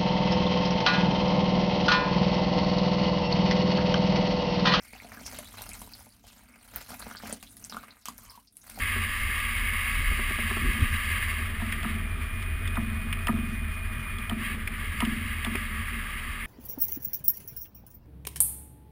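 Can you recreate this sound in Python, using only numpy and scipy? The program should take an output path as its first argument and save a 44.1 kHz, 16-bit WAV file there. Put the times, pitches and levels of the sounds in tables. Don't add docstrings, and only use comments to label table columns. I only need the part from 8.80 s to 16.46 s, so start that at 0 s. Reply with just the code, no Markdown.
import sys
import numpy as np
from scipy import signal
from scipy.fft import rfft, irfft, next_fast_len
from scipy.io import wavfile
from scipy.ndimage import uniform_filter1d, map_coordinates

SR = 44100
rng = np.random.default_rng(int(sys.argv[2]) if len(sys.argv) > 2 else 0)


def bounce(signal):
    frames = np.transpose(np.atleast_2d(signal))
    limited = np.clip(frames, -1, 1)
    pcm = np.round(limited * 32767).astype(np.int16)
    wavfile.write(sys.argv[1], SR, pcm)


N = 337806

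# (time [s], frequency [Hz])
SHEDDING = [(0, 600.7), (1.2, 594.3), (2.3, 618), (3, 655.4), (4.6, 653), (5.5, 640), (6.3, 605),
            (7.66, 592.5)]


def amp(db):
    return 10 ** (np.asarray(db) / 20)


def unit(x):
    return x / np.sqrt(np.mean(np.abs(x) ** 2) + 1e-20)


def gain_at(spectrum, hz):
    knots_hz, db = np.transpose(spectrum)
    return amp(np.interp(np.log(hz + 1), np.log(knots_hz + 1), db))


def curve(points):
    return np.interp(np.arange(N) / SR, *np.transpose(points))


def swell(centre_s, length_s):
    return np.exp(-(2 * (np.arange(N) / SR - centre_s) / length_s) ** 2)


def wobble(rate_hz):
    knots = rng.standard_normal(int(N * rate_hz / SR) + 4)
    return map_coordinates(knots, [np.arange(N) * rate_hz / SR])


def filtered(x, response):
    size = next_fast_len(len(x) + SR // 4)
    return irfft(rfft(x, size) * response(np.fft.rfftfreq(size, 1 / SR)), size)[:len(x)]


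def resonances(modes, f):
    return sum((-1) ** k * amp(db) * 1j * f * width / (hz * hz - f * f + 1j * f * width)
               for k, (hz, width, db) in enumerate(modes))


def rush(spectrum, patchy_db):
    bins = signal.stft(rng.standard_normal(N), nperseg=512)[2]
    patches = uniform_filter1d(rng.standard_normal(bins.shape), size=7, axis=0)
    patches = unit(uniform_filter1d(patches, size=8, axis=1))
    noise = signal.istft(bins * amp(patchy_db * patches), nperseg=512)[1][:N]
    return unit(filtered(noise, lambda f: gain_at(spectrum, f)))


def fuzzy_tone(pitch_hz, width_hz):
    carrier = np.exp(2j * np.pi * np.cumsum(pitch_hz) / SR)
    return unit(np.real((wobble(width_hz) + 1j * wobble(width_hz)) * carrier))


def steadied(x, firmness, window_s=0.023):
    power = np.abs(uniform_filter1d(x ** 2, size=int(window_s * SR)))
    return unit(x / (power + 0.037) ** (firmness / 2))


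def add(track, start_s, peak_db, sound):
    part = track[max(round(start_s * SR), 0):][:len(sound)]
    part += (amp(peak_db) * sound / np.abs(sound).max())[:len(part)]


def relative_speed():
    speed = curve(SHEDDING)
    return (speed - speed.mean()) / np.ptp(speed)


def gap_whistle(level_db=-45, start_s=2.93, end_s=5.76, attack_s=0.39, release_s=0.37):
    pitch = [(3.2, 2420), (3.37, 2400), (3.72, 2470), (4.52, 2468), (5.45, 2438)]  # (time [s], frequency [Hz])
    t = np.arange(N) / SR
    airy = amp(-61) * swell(0.5, length_s=3) * fuzzy_tone(np.full(N, 4950), width_hz=170)
    envelope = np.clip(np.minimum((t - start_s) / attack_s, (end_s - t) / release_s), 0, 1)
    pitch_hz = curve(pitch) + 6 * wobble(60) + 5 * wobble(6)
    tone = np.sqrt(2) * np.sin(2 * np.pi * np.cumsum(pitch_hz) / SR)
    return airy + envelope * amp(level_db + 1.5 * wobble(25)) * tone


def cavity_howl(level_db=-37, pitch_hz=2210):
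    return amp(level_db) * swell(0.99, length_s=1.0) * fuzzy_tone(np.full(N, pitch_hz), width_hz=170)


def case_hiss(sharp_onset_db=-41, sharp_span_db=6, flutter_db=0.93):
    flow = [(0, -31), (.9, -31.5), (2, -32), (2.45, -31), (2.67, -37), (3.08, -37), (3.3, -40.5),
            (5.9, -41), (6.03, -37), (6.65, -36), (7, -37)]
    surges = [(5.672, .16, 7.5)]
    soft_spectrum = [(500, -51), (850, -19), (1050, -7), (1200, 3), (1450, -4), (1750, 1.5), (2400, 1),
                     (2650, -6), (3250, -7.5), (3600, -13), (4100, -21.5), (4650, -20.5), (5450, -27.5),
                     (6000, -45.5)]
    sharp_spectrum = [(500, -22.5), (900, -21), (1150, -5), (1420, -13), (1750, -1.5), (2150, 4.5),
                      (2400, -8), (3250, -6.5), (3520, -16.5), (3850, -12.5), (4200, -25), (4650, -14),
                      (5450, -23.5), (6000, -40.5)]
    cavities = [(1198, 210, 6.5), (1661, 125, 8), (2500, 135, 8.5), (2775, 200, 5.5), (5000, 390, -7.5)]  # (frequency [Hz], width [Hz], lift [dB])
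    flow_db = curve(flow) + sum(db * swell(s, length_s) for s, length_s, db in surges)
    sharp_share = np.clip((flow_db - sharp_onset_db) / sharp_span_db, 0, 1)
    lift = lambda f: amp(sum(db / (1 + (2 * (f - hz) / width) ** 2) for hz, width, db in cavities))
    sharp = amp(0.5) * unit(filtered(rush(sharp_spectrum, patchy_db=0.5), lift))
    soft = rush(soft_spectrum, patchy_db=1.05)
    blend = np.sqrt(sharp_share) * sharp + np.sqrt(1 - sharp_share) * soft
    return amp(flow_db + flutter_db * wobble(45)) * blend


def vortices(wire_db=-64, speed_span_db=6, diameter_ratio=7.9):
    throb_levels = [(0, -36), (1.45, -36.5), (2.1, -34.5), (3.4, -33), (4.8, -36), (5.2, -38.5),
                    (6.9, -37.5), (7.66, -46.5)]
    wire_hz = curve(SHEDDING)
    singing = amp(wire_db + speed_span_db * relative_speed()) * fuzzy_tone(wire_hz, width_hz=55)
    throb_db = curve(throb_levels) + wobble(8)
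    throb = steadied(fuzzy_tone(wire_hz / diameter_ratio, width_hz=30), firmness=0.41)
    return singing + amp(throb_db) * throb


def buffeting(drone_db=-45, speed_span_db=3.5):
    turbulence = [(0, -37.5), (1.3, -33.5), (2.6, -36.5), (3.3, -34), (5.2, -34.5), (5.6, -37), (7.66, -38)]
    gusts = [(0.425, 0.093, 8), (.84, 0.084, 4.5), (1.24, .28, 5), (1.886, 0.11, 5), (2.101, 0.14, 6)]  # (time [s], length [s], lift [dB])
    rumble_spectrum = [(8, -42), (22, -5.5), (38, 2.5), (55, -9.5), (80, -12), (103, -21.5), (125, -21.5),
                       (190, -42.5), (300, -58), (600, -60)]
    drone_spectrum = [(100, -11.5), (160, -3.5), (195, -7.5), (225, 4), (255, -7.5), (290, -14.5),
                      (340, -15.5), (390, -11.5), (490, -22.5), (800, -23), (1200, -24), (2000, -82)]
    gust_db = sum(db * swell(s, length_s) for s, length_s, db in gusts)
    rumble_gain = amp(curve(turbulence) + gust_db + wobble(36))
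    rumble = steadied(rush(rumble_spectrum, patchy_db=4.5), firmness=0.86)
    drone_gain = amp(drone_db + speed_span_db * relative_speed() + 0.05 * wobble(11))
    return rumble_gain * rumble + drone_gain * rush(drone_spectrum, patchy_db=2.0)


def eddy_slaps(half_width_cycles=0.78):
    eddies = [(1.281, -26, 39), (1.895, -19.5, 45), (2.029, -13.5, 83.5)]  # (time [s], peak [dB], frequency [Hz])
    out, t = np.zeros(N), np.arange(-SR // 10, SR // 10) / SR
    for s, db, hz in eddies:
        add(out, s + t[0], db, np.cos(2 * np.pi * hz * t) * np.exp(-(hz * t / half_width_cycles) ** 2))
    return out


def click(centre_hz, t60_s=0.032, width_oct=0.49, attack_s=0.00076):
    spectrum = [(300, -31), (700, -14), (1200, 0.5), (1600, 0), (2350, 0.5), (2750, -1.5), (3280, -0.5),
                (3650, -3.5), (3950, -8), (4800, -7), (5250, -3), (6000, -24)]
    t = np.arange(SR // 16) / SR
    colour = lambda f: gain_at(spectrum, f) / np.hypot(1, 2 * np.log2((f + 1) / centre_hz) / width_oct)
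    noise = unit(filtered(rng.standard_normal(len(t)), colour))
    chatter = np.tanh(0.47 * noise)
    envelope = (1 - np.exp(-t / attack_s)) * amp(-60 * t / t60_s)
    return filtered(chatter * envelope, lambda f: np.sqrt(gain_at(spectrum, f)))


def mount_rubs():
    rubs = [(1.858, 0.12, -33.5), (2.02, 0.077, -36)]  # (time [s], length [s], level [dB])
    spectrum = [(70, -22), (130, 2), (170, -6), (250, 1.5), (310, -11), (400, -12), (520, -25), (1000, -45)]  # (frequency [Hz], level [dB])
    envelope = sum(amp(db) * swell(s, length_s) for s, length_s, db in rubs)
    return envelope * steadied(rush(spectrum, patchy_db=0), firmness=0.53)


def mount_knocks(rattle_t60_s=0.055, rattle_highpass_hz=700, pad_lowpass_hz=1400):
    knocks = [(0.161, -27), (1.313, -27), (1.392, -26.5), (1.508, -24.5), (1.586, -26), (1.711, -24),
              (1.768, -21.5), (6.751, -23)]
    modes = [(228.7, 14, 9), (390, 41, -2), (601, 35, -11.5), (1280, 420, -14.5)]  # (frequency [Hz], width [Hz], level [dB])
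    out, t = np.zeros(N), np.arange(SR // 5) / SR
    highpass = lambda f: (1j * f / (rattle_highpass_hz + 1j * f)) ** 2
    padded_mount = lambda f: resonances(modes, f) / (1 + 1j * f / pad_lowpass_hz) ** 2
    for s, db in knocks:
        rattle = 0.29 * rng.standard_normal(len(t)) * amp(-60 * t / rattle_t60_s)
        blow = (t == 0) + filtered(rattle, highpass)
        add(out, s, db, filtered(blow, padded_mount))
    return out


def fitting_clicks():
    clicks = [(2.923, -20, 2230), (3.625, -31, 3250), (3.875, -28, 3300), (4.327, -19, 2380),
              (5.384, -32, 3200), (5.874, -20.5, 2070), (6.250, -22.5, 2660), (6.753, -22, 2360),
              (6.775, -32, 2700)]
    out = np.zeros(N)
    for s, db, hz in clicks:
        add(out, s, db, click(hz))
    return out


def rigging_wire(round_trip_s=0.0485, stiffness_hz=470, damping_hz=640, scrape_t60_s=0.069,
                 tick_hz=3200, clank_lowpass_hz=950, ping_db=6, ping_width_hz=170):
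    flicks = [(1.931, -28, -40, -29.5, 716), (2.799, -42, -36, -27.5, 740), (3.03, -30, -35, -23.5, 760),
              (3.955, -30, -33, -22.5, 760), (4.470, -18.5, -24, -17.5, 980),
              (5.496, -23.5, -29, -23.5, 750), (6.204, -18, -26, -17.5, 990), (6.647, -18.5, -31, -25, 750)]
    frame_modes = [(146.7, 37, -4.5), (225, 35.6, 7.5), (355, 34, -12), (686, 93, -18), (978, 124, -16),
                   (1259, 177, -11.5), (1838, 480, -19)]
    f, t = np.fft.rfftfreq(SR, 1 / SR), np.arange(SR) / SR
    delay_s = round_trip_s / 2 / (1 + (f / stiffness_hz) ** 2) ** (1 / 4)
    one_way = np.exp(-2j * np.pi * np.cumsum(delay_s))
    reflection = 0.83 * np.exp(-(f / damping_hz) ** 2)
    modes = [amp(db) * resonances([(hz, width, 0)], f) ** 2 for hz, width, db in frame_modes]
    twang = sum(modes) * one_way / (1 + reflection * one_way ** 2)
    clank = sum(modes[3:]) / (1 + 1j * f / clank_lowpass_hz) ** 2
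    out = np.zeros(N)
    for s, tick_db, clank_db, twang_db, ping_hz in flicks:
        scrape = 0.099 * rng.standard_normal(SR) * amp(-60 * t / scrape_t60_s)
        rasp = rfft(scrape) * f ** 2 / (f ** 2 + damping_hz ** 2)
        ping = 1 + (amp(ping_db) - 1) * resonances([(ping_hz, ping_width_hz, 0)], f)
        add(out, s, tick_db, click(tick_hz, t60_s=0.018))
        add(out, s, clank_db, irfft(ping * clank))
        add(out, s, twang_db, irfft((1 + rasp) * ping * twang))
    return out


def scene():
    air = buffeting() + vortices() + case_hiss() + cavity_howl() + gap_whistle() + eddy_slaps()
    hardware = rigging_wire() + mount_rubs() + fitting_clicks() + mount_knocks()
    return (air + hardware)[None]


def record(dry):
    hold_hz, top_hz = 12000, 15350
    baseband = filtered(dry[0], lambda f: f < hold_hz / 2)
    mirrored = baseband * (1 + 2 * np.cos(2 * np.pi * hold_hz * np.arange(N) / SR))
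    droop = lambda f: np.abs(np.sinc(f / hold_hz) / np.sinc(f / hold_hz / 4))
    return filtered(mirrored, lambda f: droop(f) * (f < top_hz))[None]


dry = scene()
out = record(dry)
bounce(out)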